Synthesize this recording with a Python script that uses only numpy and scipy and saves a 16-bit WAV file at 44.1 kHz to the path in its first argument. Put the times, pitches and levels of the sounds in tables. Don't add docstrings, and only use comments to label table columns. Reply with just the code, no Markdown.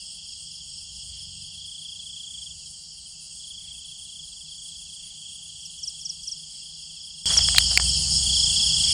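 import sys
import numpy as np
from scipy import signal
from scipy.fft import rfft, irfft, next_fast_len
from scipy.io import wavfile
from scipy.ndimage import uniform_filter1d

SR = 44100
rng = np.random.default_rng(int(sys.argv[2]) if len(sys.argv) > 2 else 0)


def voltage_ratio(decibels):
    exponent = np.asarray(decibels, float) / 20
    return 10 ** exponent


def unload_audio(sound):
    columns = np.transpose(np.atleast_2d(sound))
    steps = np.round(np.clip(columns, -1, 1) * 32767)
    wavfile.write(sys.argv[1], SR, steps.astype(np.int16))


N = 393813
TIME = np.arange(N) / SR
PADDED = next_fast_len(N)
LOUDER_S, LOUDER_DB = 7.2567, 19


def noise():
    return rng.standard_normal(N)


def curve(rows, outside_db=None):
    s, db = np.transpose(rows)
    return np.interp(TIME, s, db, left=outside_db, right=outside_db)


def passband(x, low_hz, high_hz, order=2):
    return signal.sosfilt(signal.butter(order, [low_hz, high_hz], "band", fs=SR, output="sos"), x)


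def band(x, low_hz, high_hz, order=2):
    out = passband(x, low_hz, high_hz, order)
    return out / np.sqrt(np.mean(out ** 2))


def coloured(x, spectrum):
    hz, db = np.transpose(spectrum)
    bins = np.fft.rfftfreq(PADDED, 1 / SR) + 1e-9
    gain = voltage_ratio(np.interp(np.log(bins), np.log(hz), db, left=-90, right=-90))
    out = irfft(rfft(x, PADDED) * gain, PADDED)[:N]
    return out / np.sqrt(np.mean(out ** 2))


def drift(rate):
    knots = rng.standard_normal(int(N / SR * rate) + 2)
    return np.interp(TIME * rate, np.arange(len(knots)), knots) * np.sqrt(3 / 2)


def place(rows, shape):
    s, db = np.transpose(rows)
    marks = np.zeros(N)
    np.add.at(marks, np.clip((s * SR).astype(int), 0, N - 1), voltage_ratio(db))
    return signal.fftconvolve(marks, shape, "same")


def beats(rows, jitter_s, jitter_db):
    s, per_s, db = np.transpose(rows)
    runs = []
    for a, b, rate in zip(s, s[1:], per_s):
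        count = max(round((b - a) * rate), 1)
        runs.append(np.linspace(a, b, count, endpoint=False))
    at = np.append(np.concatenate(runs), s[-1])
    jitter = rng.standard_normal((len(at), 2)) * [jitter_s, jitter_db]
    return np.transpose([at, np.interp(at, s, db)]) + jitter


def chirps(rows, strokes):
    return (np.array(rows)[:, None] + strokes).reshape(-1, 2)


def stroke(start_hz, end_hz, length, bend=1.0, peak_at=0.95, pointed=1.75):
    part = np.linspace(0, 1, int(length * SR))
    phase = 2 * np.pi * np.cumsum(start_hz + (end_hz - start_hz) * part ** bend) / SR
    swell = np.abs(np.sin(np.pi * part ** peak_at)) ** pointed
    return swell * np.sin(phase)


def scatter(x, t60, wet_db):
    age = np.arange(int(t60 * SR)) / SR
    echoes = rng.standard_normal(len(age)) * voltage_ratio(-60 * age / t60) * np.minimum(age / 0.015, 1)
    echoes /= np.sqrt(np.sum(echoes ** 2))
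    return x + voltage_ratio(wet_db) * signal.fftconvolve(x, echoes)[:N]


# frequency in Hz, density in dB per Hz.
AIR_COLOUR = [(12, -59), (20, -11), (65, -2), (129, -15.5), (145, -7), (161, -4), (189, -10), (276, -25),
              (556, -30.5), (814, -23), (1010, -32), (1670, -34), (2400, -35), (3120, -68), (5280, -120)]


def air():
    return voltage_ratio(-59.5) * coloured(noise(), AIR_COLOUR)


# time in seconds, level in dB above its usual.
TRAFFIC_SWELL = [(0, -2.5), (1.1, 11.5), (1.87, -1), (2.5, 5.5), (3.2, -7), (3.9, 4.5), (4.5, -7), (5.6, 6),
                 (5.9, -3.5), (7.25, -6), (7.28, 4.5), (8.93, 3.5)]
# low edge in Hz, high edge in Hz, usual level in dB, share of the traffic's swing.
MOTOR_HUMS = [(58.9, 67.3, -67, 1.0), (81.3, 88, -71, 0.77), (153.7, 160, -66, -0.43),
              (127.5, 142, -75, 0.96), (102.5, 110, -75.5, 0.85)]


def motors():
    near_db = curve(TRAFFIC_SWELL)
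    return sum(voltage_ratio(db + share * near_db) * band(noise(), low_hz, high_hz)
               for low_hz, high_hz, db, share in MOTOR_HUMS)


# time in seconds, firing rate in Hz, level in dB.
ENGINE_COURSES = [
    [(0.35, 93.1, -78), (0.5, 93.1, -68), (1.33, 91.6, -52), (1.64, 91.9, -61), (1.8, 89.8, -73)],
    [(7.25, 58.0, -57), (7.86, 62.0, -53), (8.32, 64.5, -50), (8.5, 59.0, -57), (8.62, 54.0, -72)],
    [(7.25, 84.94, -67.5), (8.1, 85.6, -65), (8.93, 83.7, -75)],
]
# multiple of the firing rate, level in dB.
ENGINE_OVERTONES = [
    [(1, -3), (1.5, -6), (2, -10.5)],
    [(1, -0.5), (2, -15.5), (3, -25.5)],
    [(1, 4.5), (1.25, -15), (1.8, -3)],
]


def engines():
    out = 0
    for course, orders in zip(ENGINE_COURSES, ENGINE_OVERTONES):
        s, hz, db = np.transpose(course)
        turn = 2 * np.pi * np.cumsum(np.interp(TIME, s, hz) * (1 + 0.0124 * drift(5))) / SR
        tones = sum(voltage_ratio(order_db + 2.0 * drift(4.2)) * np.sin(multiple * turn) for multiple, order_db in orders)
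        out = out + np.sqrt(2) * voltage_ratio(np.interp(TIME, s, db, left=-140, right=-140)) * tones
    return out


# middle in seconds, length in seconds, pitch in Hz, level in dB.
FAR_WHINES = [
    (0.07, .2, 652, -74),
    (1.15, .45, 597, -78),
    (2.02, 0.22, 597, -76),
    (3.4, .5, 598, -80),
    (2.66, .15, 395, -80),
    (8.0, 0.1, 500, -77),
    (8.267, 0.25, 360, -76),
]


def whines():
    out = 0
    for s, length, hz, db in FAR_WHINES:
        swell = np.cos(np.pi * np.clip((TIME - s) / length, -0.5, 0.5))
        out = out + voltage_ratio(db) * swell * np.sin(2 * np.pi * hz * TIME)
    return out


def crowd(per_s, start_hz, end_hz, length):
    strokes = (rng.random(N) < per_s / SR) * voltage_ratio(1.6 * noise())
    song = signal.fftconvolve(strokes, stroke(start_hz, end_hz, length), "same")
    out = scatter(song, t60=0.15, wet_db=-4)
    return out / out.std()


# frequency in Hz, density in dB per Hz.
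CHORUS_COLOUR = [(2300, -54.5), (2800, -14.5), (3250, -7), (3800, -26.5), (4350, -5.5), (4650, -0.5),
                 (5300, -2.5), (5650, -12), (6050, -22.5), (6450, -7), (6850, -7.5), (7150, -9),
                 (9300, -12.5), (10300, -28), (11500, -45)]
# time in seconds, level in dB.
SLOW_SWELL = [(0, -40.5), (1.5, -41), (2.6, -42.5), (3.3, -43.5), (3.6, -43), (5.6, -40.5), (6.5, -42.5),
              (7.2, -41), (7.7, -43.5), (8.15, -44.5), (8.93, -41.5)]
FIELD_SWELL = [(0, -45), (1.5, -45.5), (5.6, -47), (6.5, -45.5), (7.7, -45.5), (8.2, -48), (8.93, -45.5)]
HIGH_SWELL = [(0, -43), (4.5, -42.5), (7.2, -43.5), (7.7, -44), (8.2, -43.5), (8.93, -43.5)]


def chorus():
    hiss = coloured(noise(), CHORUS_COLOUR)
    low = voltage_ratio(-16) * crowd(60.0, 3500, 2900, 0.04)
    low += voltage_ratio(-24) * crowd(18.0, 3050, 2600, 0.05)
    middle = voltage_ratio(-9.5) * crowd(130.0, 5750, 4500, 0.028)
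    high = voltage_ratio(-13) * crowd(160.0, 7150, 6350, 0.012)
    high += voltage_ratio(-14) * crowd(200.0, 8800, 7200, 0.015)
    layers = [(2000, 3750, SLOW_SWELL, low, 1.5),
              (3750, 6050, FIELD_SWELL, middle, 1.1),
              (6050, 9900, HIGH_SWELL, high, 0.8),
              (9900, 12000, HIGH_SWELL, 0, 1.0)]
    out = 0
    for low_hz, high_hz, swell, singers, patchy_db in layers:
        sos = signal.butter(3, [low_hz, high_hz], "band", fs=SR, output="sos")
        part = signal.sosfiltfilt(sos, hiss)
        out = out + (part + singers) * voltage_ratio(curve(swell) + patchy_db * drift(3))
    return out


# pitch in Hz, early level in dB rms, late level in dB rms.
TRILLER_LINES = [(4408, -72, -64), (4478, -66, -62), (4545, -65, -68), (4619, -60, -61), (4694, -62, -62),
                 (5427, -67, -68), (5559, -59, -68), (5645, -70, -70), (5685, -64, -64), (5773, -72, -76),
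                 (5812, -68, -70), (5905, -73, -76), (5947, -70, -76), (6035, -78, -74)]


def fast_trillers():
    out = 0
    for hz, early_db, late_db in TRILLER_LINES:
        db = np.where(TIME > LOUDER_S, late_db, early_db) + 2.5 + 2.3 * drift(4.5)
        out = out + voltage_ratio(db) * np.sin(2 * np.pi * hz * TIME + 1.0 * drift(4.4))
    return out


# middle of the croak in seconds, level in dB.
FROG_CROAKS = [
    (1.17, -66),
    (2.38, -68),
    (3.67, -66),
    (5.08, -66),
    (6.55, -68),
    (7.84, -74),
    (8.9, -64.5),
]


def frog():
    return place(FROG_CROAKS, np.hanning(int(0.27 * SR))) * band(noise(), 2080, 2600, order=1) * voltage_ratio(-3.5)


# middle of the swell in seconds, swells per second, level in dB.
RASP_SWELLS = [
    (3.25, 1.4, -70),
    (4.69, 1.41, -68),
    (6.82, 0, -69),
]


def rasp():
    swell = np.sin(np.pi * np.linspace(0, 1, int(0.45 * SR)) ** 2.5) ** 2
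    return place(beats(RASP_SWELLS, jitter_s=0.01, jitter_db=4.0), swell) * band(noise(), 10150, 10700)


def buzz(rows, start_hz, end_hz, length, per_s, duty, wet_db, waver=0.02):
    beat = np.cumsum(per_s * (1 + waver * drift(6))) / SR
    scrapes = np.diff(np.floor(beat), prepend=0) * voltage_ratio(2.0 * drift(90))
    burst = signal.windows.tukey(int(length * SR), 0.55)
    gate = place(beats(rows, jitter_s=0.005, jitter_db=0.7), burst)
    song = signal.fftconvolve(gate * scrapes, stroke(start_hz, end_hz, duty / per_s), "same")
    return scatter(song, t60=0.06, wet_db=wet_db)


# middle of the burst in seconds, bursts per second, level in dB.
HIGH_BURSTS = [(0.025, 7.6, -52.5), (0.678, 7.6, -53), (1.204, 0, -52), (1.43, 7.9, -53), (2.188, 7.8, -53),
               (2.826, 0, -53), (2.97, 7.6, -53), (3.757, 7.8, -50.5), (4.265, 7.6, -51), (5.19, 7.3, -51),
               (5.871, 7.6, -52), (7.195, 7.3, -52), (7.332, 7.2, -55), (7.745, 7.7, -55),
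               (8.914, 0, -55.5)]
LOW_BURSTS = [
    (0.13, 4.8, -58),
    (1.382, 4.8, -57),
    (2.422, 4.85, -56.5),
    (4.497, 4.85, -56.5),
    (7.166, 0, -57.5),
    (7.33, 4.8, -59.5),
    (8.8, 0, -58.5),
]
SLOW_BURSTS = [
    (0.07, 3.0, -49),
    (1.39, 3, -50),
    (2.08, 3.1, -52.5),
    (4.036, 3.1, -51.5),
    (5.93, 3.1, -51),
    (7.22, 3.1, -52),
    (8.803, 0, -53.5),
]


def katydids():
    high = buzz(HIGH_BURSTS, 10200, 8450, 0.105, per_s=121, duty=0.9, wet_db=-3, waver=0.035)
    low = buzz(LOW_BURSTS, 4600, 3650, 0.15, per_s=83, duty=0.7, wet_db=-5)
    swells = place(beats(SLOW_BURSTS, jitter_s=0.01, jitter_db=1.0), np.hanning(int(0.3 * SR)))
    breath = swells * band(noise(), 7500, 8820, order=4) * voltage_ratio(-4.5)
    scrape = buzz(SLOW_BURSTS, 8520, 7900, 0.25, per_s=202.6, duty=0.9, wet_db=-3, waver=0.004)
    return voltage_ratio(6.5) * high + voltage_ratio(5.0) * low + voltage_ratio(3.5) * breath + voltage_ratio(2.5) * scrape


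# time in seconds, peak level in dB.
SLOW_SINGLES = [(2.546, -53), (2.607, -54), (2.672, -47), (2.745, -46), (2.92, -50), (2.989, -46),
                (3.065, -45), (3.13, -53), (3.2, -53), (3.318, -47), (7.65, -51), (7.715, -52),
                (7.753, -52), (7.825, -51), (7.858, -52), (7.886, -48), (7.905, -52), (7.935, -53),
                (7.959, -48), (8.015, -53), (8.16, -53)]
# last stroke of the chirp in seconds, peak level in dB.
LOW_CHIRPS = [(0.17, -63), (0.326, -57), (0.806, -58), (1.425, -59), (2.02, -60), (2.163, -59), (2.63, -58),
              (3.212, -57), (3.318, -59), (3.748, -55), (3.907, -58), (4.472, -60), (4.88, -57),
              (5.07, -60), (5.307, -59), (5.728, -59), (5.982, -59), (6.263, -60), (6.967, -57),
              (7.494, -60), (7.86, -59), (8.039, -60), (8.6, -60)]
# seconds from the chirp's time, level in dB.
LOW_PATTERN = [
    (-0.14, -6),
    (-0.07, -2.5),
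    (0, 0),
]


def slow_crickets():
    slow = voltage_ratio(2.5) * place(SLOW_SINGLES, stroke(3470, 2880, 0.042))
    low = voltage_ratio(1.5) * place(chirps(LOW_CHIRPS, LOW_PATTERN), stroke(2950, 2480, 0.052))
    return scatter(slow + low, t60=0.24, wet_db=-17)


# middle stroke in seconds, chirps per second, peak level in dB.
FIELD_CHIRPS = [
    (0.066, 4.43, -38.5),
    (0.969, 4.43, -38.5),
    (1.194, 0, -39),
    (1.885, 4.3, -45),
    (2.116, 0, -44.5),
    (6.563, 4.43, -41),
    (7.24, 0, -41),
]
# seconds from the chirp's time, level in dB.
FIELD_PATTERN = [
    (-0.042, -3),
    (0, 0),
    (0.042, 0),
]
# stroke in seconds, peak level in dB.
FIELD_ANSWERS = [(0.081, -47.5), (0.126, -47.5), (0.27, -48.5), (0.31, -48.5), (0.43, -46.5),
                 (0.592, -48.5), (0.794, -44.5), (0.816, -47.5), (0.836, -48.5), (1.001, -44.5),
                 (1.026, -47.5), (1.226, -46.5), (1.288, -47.5), (1.314, -47.5), (1.379, -43.5),
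                 (1.42, -37.5), (1.653, -46.5), (2.209, -48.5), (2.393, -48.5), (2.434, -39.5),
                 (2.478, -46.5), (2.661, -42.5), (2.676, -47.5), (2.703, -44.5), (2.716, -48.5),
                 (2.848, -46.5), (2.89, -46.5), (2.906, -48.5), (2.929, -44.5), (2.945, -48.5),
                 (3.696, -48.5), (4.688, -48.5), (5.927, -41.5), (6.13, -43.5), (6.153, -41.5),
                 (6.214, -47.5), (6.349, -48.5), (6.379, -39.5), (6.395, -48.5), (6.411, -47.5),
                 (6.621, -47.5), (6.765, -47.5), (6.862, -44.5), (6.991, -48.5), (7.073, -46.5),
                 (7.104, -44.5), (7.146, -46.5)]
FIELD_OVERLAPS = [(7.281, -44.5), (7.414, -43.5), (7.433, -38.5), (7.443, -38.5), (7.485, -38.5),
                  (7.5, -46.5), (7.614, -41.5), (7.67, -40.5), (7.686, -46.5), (7.712, -38.5),
                  (7.757, -42.5), (7.797, -44.5), (7.819, -47.5), (7.856, -44.5), (7.898, -39.5),
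                  (7.94, -42.5), (7.954, -47.5), (7.977, -41.5), (8.118, -41.5), (8.128, -42.5),
                  (8.141, -42.5), (8.158, -40.5), (8.17, -36.5), (8.181, -42.5), (8.343, -42.5),
                  (8.358, -41.5), (8.383, -40.5), (8.399, -37.5), (8.442, -37.5), (8.546, -47.5),
                  (8.564, -44.5), (8.584, -42.5), (8.625, -39.5), (8.667, -41.5), (8.679, -46.5),
                  (8.703, -42.5), (8.744, -40.5), (8.766, -46.5), (8.81, -42.5), (8.851, -38.5),
                  (8.894, -38.5), (8.911, -46.5), (8.924, -42.5)]


def field_crickets():
    regular = chirps(beats(FIELD_CHIRPS, jitter_s=0.00056, jitter_db=1.1), FIELD_PATTERN)
    rows = np.vstack([regular, FIELD_ANSWERS, FIELD_OVERLAPS])
    return voltage_ratio(1.8) * scatter(place(rows, stroke(5850, 4500, 0.027)), t60=0.2, wet_db=-8)


# stroke in seconds, peak level in dB, octave level in dB.
NEAR_STROKES = [(5.617, -41, -64), (5.662, -32, -50), (5.797, -38, -54), (5.841, -25, -63),
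                (5.884, -23.5, -63), (6.019, -34, -54), (6.062, -24, -60), (6.104, -24, -67),
                (6.241, -34, -54), (6.284, -24.5, -64), (6.326, -24.5, -62), (7.34, -38, -55),
                (7.382, -27, -67)]


def near_cricket():
    rows = np.array(NEAR_STROKES)
    main, octave_rows = rows[:, :2], rows[:, ::2]
    flick = voltage_ratio(-15) * place(main + [-0.0105, 0], stroke(6900, 5900, 0.008, bend=0.7))
    close = place(main, stroke(6340, 4577, 0.029, bend=0.83, peak_at=0.79, pointed=2.55))
    tail = voltage_ratio(-14) * place(main + [0.009, 0], stroke(5050, 4300, 0.016))
    octave = place(octave_rows + [0.004, 0], stroke(12300, 9100, 0.028, bend=0.7, peak_at=0.8))
    return scatter(flick + close + tail + octave, t60=0.18, wet_db=-16.5)


# time in seconds, strokes per second, peak level in dB.
TRILL_RUNS = [(0.025, 30.1, -45.5), (0.125, 28.4, -47.0), (0.195, 29.4, -42.5), (0.332, 27.2, -44.0),
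              (0.442, 29.4, -43.5), (0.51, 28.4, -42.5), (0.651, 29.2, -45.5), (0.924, 28.0, -45.5),
              (1.032, 29.1, -42.5), (1.1, 27.1, -43.5), (1.248, 22.6, -42.0), (1.337, 25.0, -44.0),
              (1.416, 28.7, -42.0), (1.451, 29.7, -40.0), (1.687, 28.9, -35.5), (1.929, 27.3, -35.5),
              (2.002, 29.6, -35.5), (2.172, 28.2, -35.5), (2.349, 26.0, -35.0), (2.426, 22.1, -35.5),
              (2.516, 0.0, -36), (3.372, 27.2, -45), (3.446, 29.0, -39), (3.515, 29.6, -37.5),
              (3.751, 28.6, -37.5), (3.891, 29.6, -38.0), (4.094, 28.3, -38.5), (4.2, 25.6, -38.0),
              (4.239, 22.1, -38.5), (4.375, 24.4, -40.5), (4.457, 29.8, -40.5), (4.658, 29.4, -38.0),
              (4.828, 28.4, -39.5), (5.075, 25.6, -39.5), (5.153, 27.6, -40.0), (5.261, 29.6, -39.5),
              (5.396, 30.7, -40.0), (5.462, 29.1, -43.0), (5.565, 28.7, -39.5), (5.704, 23.9, -41.5),
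              (5.997, 28.4, -41.0), (6.067, 30.4, -42.0), (6.166, 29.5, -43.0), (6.403, 28.5, -41.5),
              (6.509, 25.2, -42.0), (6.667, 30.3, -41.0), (6.799, 28.1, -43.0), (6.942, 29.1, -40.5),
              (7.216, 28.6, -41.0), (7.251, 45.0, -40.5), (7.273, 27.9, -40.5), (7.488, 23.8, -40.5),
              (7.572, 21.6, -40.5), (7.618, 0.0, -41), (8.196, 27.5, -48), (8.269, 29.7, -40.5),
              (8.673, 29.6, -38.0), (8.774, 28.0, -39.0), (8.881, 30.7, -39.5), (8.914, 0.0, -38.5)]


def triller():
    rows = beats(TRILL_RUNS, jitter_s=0.0005, jitter_db=1.2)
    song = place(rows, stroke(3440, 3020, 0.026, bend=1.45, peak_at=0.8, pointed=1.0))
    return voltage_ratio(0.5) * scatter(song, t60=0.14, wet_db=-11)


# time in seconds, level in dB.
RUB_SWELL = [(7.257, -60), (7.27, -48), (7.31, -39), (7.35, -43), (7.42, -48), (7.47, -56), (7.6, -53),
             (7.66, -57), (7.72, -53), (7.76, -55), (7.82, -48), (7.87, -62)]


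def rub():
    slips = (rng.random(N) < 0.03) * noise() * voltage_ratio(3.0 * drift(120))
    return voltage_ratio(curve(RUB_SWELL, outside_db=-140)) * band(slips, 520, 2500)


# time in seconds, peak level in dB, shell ring in Hz, rattle in dB, hollow in dB.
LAMP_TICKS = [(7.2675, -39, 1520, 3, -18), (7.291, -34, 1460, 3, -14), (7.305, -25, 2030, 0, -20),
              (7.321, -23, 2000, -3, -23), (7.3352, -28, 1500, 3.5, -17), (7.345, -33, 2000, 0, -22),
              (7.368, -21.5, 1500, 4, -21), (7.3905, -22.5, 1510, 5, -14), (7.4868, -19, 1830, 2, -22),
              (7.5474, -15.5, 1510, -1.5, -18.5), (7.5845, -25, 1500, -11, -22),
              (7.605, -21, 2010, -8, -28), (7.712, -21, 1620, -10, -20), (7.7183, -23, 1500, -8, -14),
              (7.729, -26, 1720, -4, -22), (7.766, -38, 2300, 0, -19), (7.775, -13, 1450, -1, -21),
              (7.7985, -12, 1800, -6, -31)]


def lamp():
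    out, age = np.zeros(N), np.arange(3000) / SR
    hollow = np.sin(2 * np.pi * 730 * age) * voltage_ratio(-60 * age / 0.1)
    for s, db, hz, rattle_db, hollow_db in LAMP_TICKS:
        grit = rng.standard_normal(3000) * (0.5 * voltage_ratio(-60 * age / 0.012) + 0.07 * voltage_ratio(-60 * age / 0.1))
        click = 9.0 * (age == 0)
        rattle = passband(click + grit, 620, 2800)
        shell = 0.21 * np.sin(2 * np.pi * hz * age) * voltage_ratio(-60 * age / 0.018)
        rings = (shell + voltage_ratio(hollow_db) * hollow) * np.minimum(age / 0.0018, 1)
        out[int(s * SR):][:3000] += voltage_ratio(db) * (rings + voltage_ratio(rattle_db) * rattle)
    return out


# time in seconds, peak level in dB, low and high mode in Hz, high against low in dB.
SWITCH_SNAPS = [
    (7.562, -13.5, 2610, 4200, 9),
    (7.5824, -0.5, 2370, 4100, 0),
    (7.583, 4, 2100, 4190, 8.5),
    (7.5854, -0.5, 3030, 3740, -7),
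    (7.7745, 5, 2264, 4545, -0.5),
    (7.7774, -11, 2860, 5000, 5),
]


def switch():
    out, age = np.zeros(N), np.arange(600) / SR
    for s, db, low_hz, high_hz, high_db in SWITCH_SNAPS:
        modes = np.sin(2 * np.pi * low_hz * age)
        modes += voltage_ratio(high_db) * np.sin(2 * np.pi * high_hz * age)
        modes += 0.55 * np.sin(2 * np.pi * 7400 * age)
        crack = 0.41 * rng.standard_normal(600) * voltage_ratio(-60 * age / 0.0036)
        snap = modes * voltage_ratio(-60 * age / 0.0059) + crack
        out[int(s * SR):][:600] += voltage_ratio(db) * snap * np.minimum(age / 0.00037, 1)
    return passband(out, 1300, 10500)


# start in seconds, end in seconds, level in dB.
GAIN_DUCKS = [
    (7.778, 7.7975, -9),
]


def scene():
    far = air() + motors() + engines() + whines() + chorus() + fast_trillers()
    singers = frog() + rasp() + katydids() + slow_crickets() + field_crickets() + near_cricket() + triller()
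    duck_db = sum(db * ((TIME > a) & (TIME < b)) for a, b, db in GAIN_DUCKS)
    volume_db = LOUDER_DB * (TIME > LOUDER_S) + uniform_filter1d(duck_db, size=130)
    edges = np.minimum(np.minimum(TIME, TIME[::-1]) / 0.00058, 1)
    night = (far + singers) * voltage_ratio(volume_db) * edges
    return (night + rub() + lamp() + switch())[None]


def band_limit(x):
    return signal.sosfilt(signal.butter(12, 15720, fs=SR, output="sos"), x)


def record(dry):
    x = np.clip(dry[0], -1, 1)
    top = signal.sosfilt(signal.butter(6, 8300, "high", fs=SR, output="sos"), x)
    backwards = np.conj(signal.hilbert(top, PADDED)[:N])
    image = np.real(backwards * np.exp(2j * np.pi * 24000 * TIME))
    image = signal.sosfilt(signal.butter(4, 12600, fs=SR, output="sos"), image)
    return band_limit((x + voltage_ratio(-13.5) * image)[None])


dry = scene()
out = record(dry)
unload_audio(out)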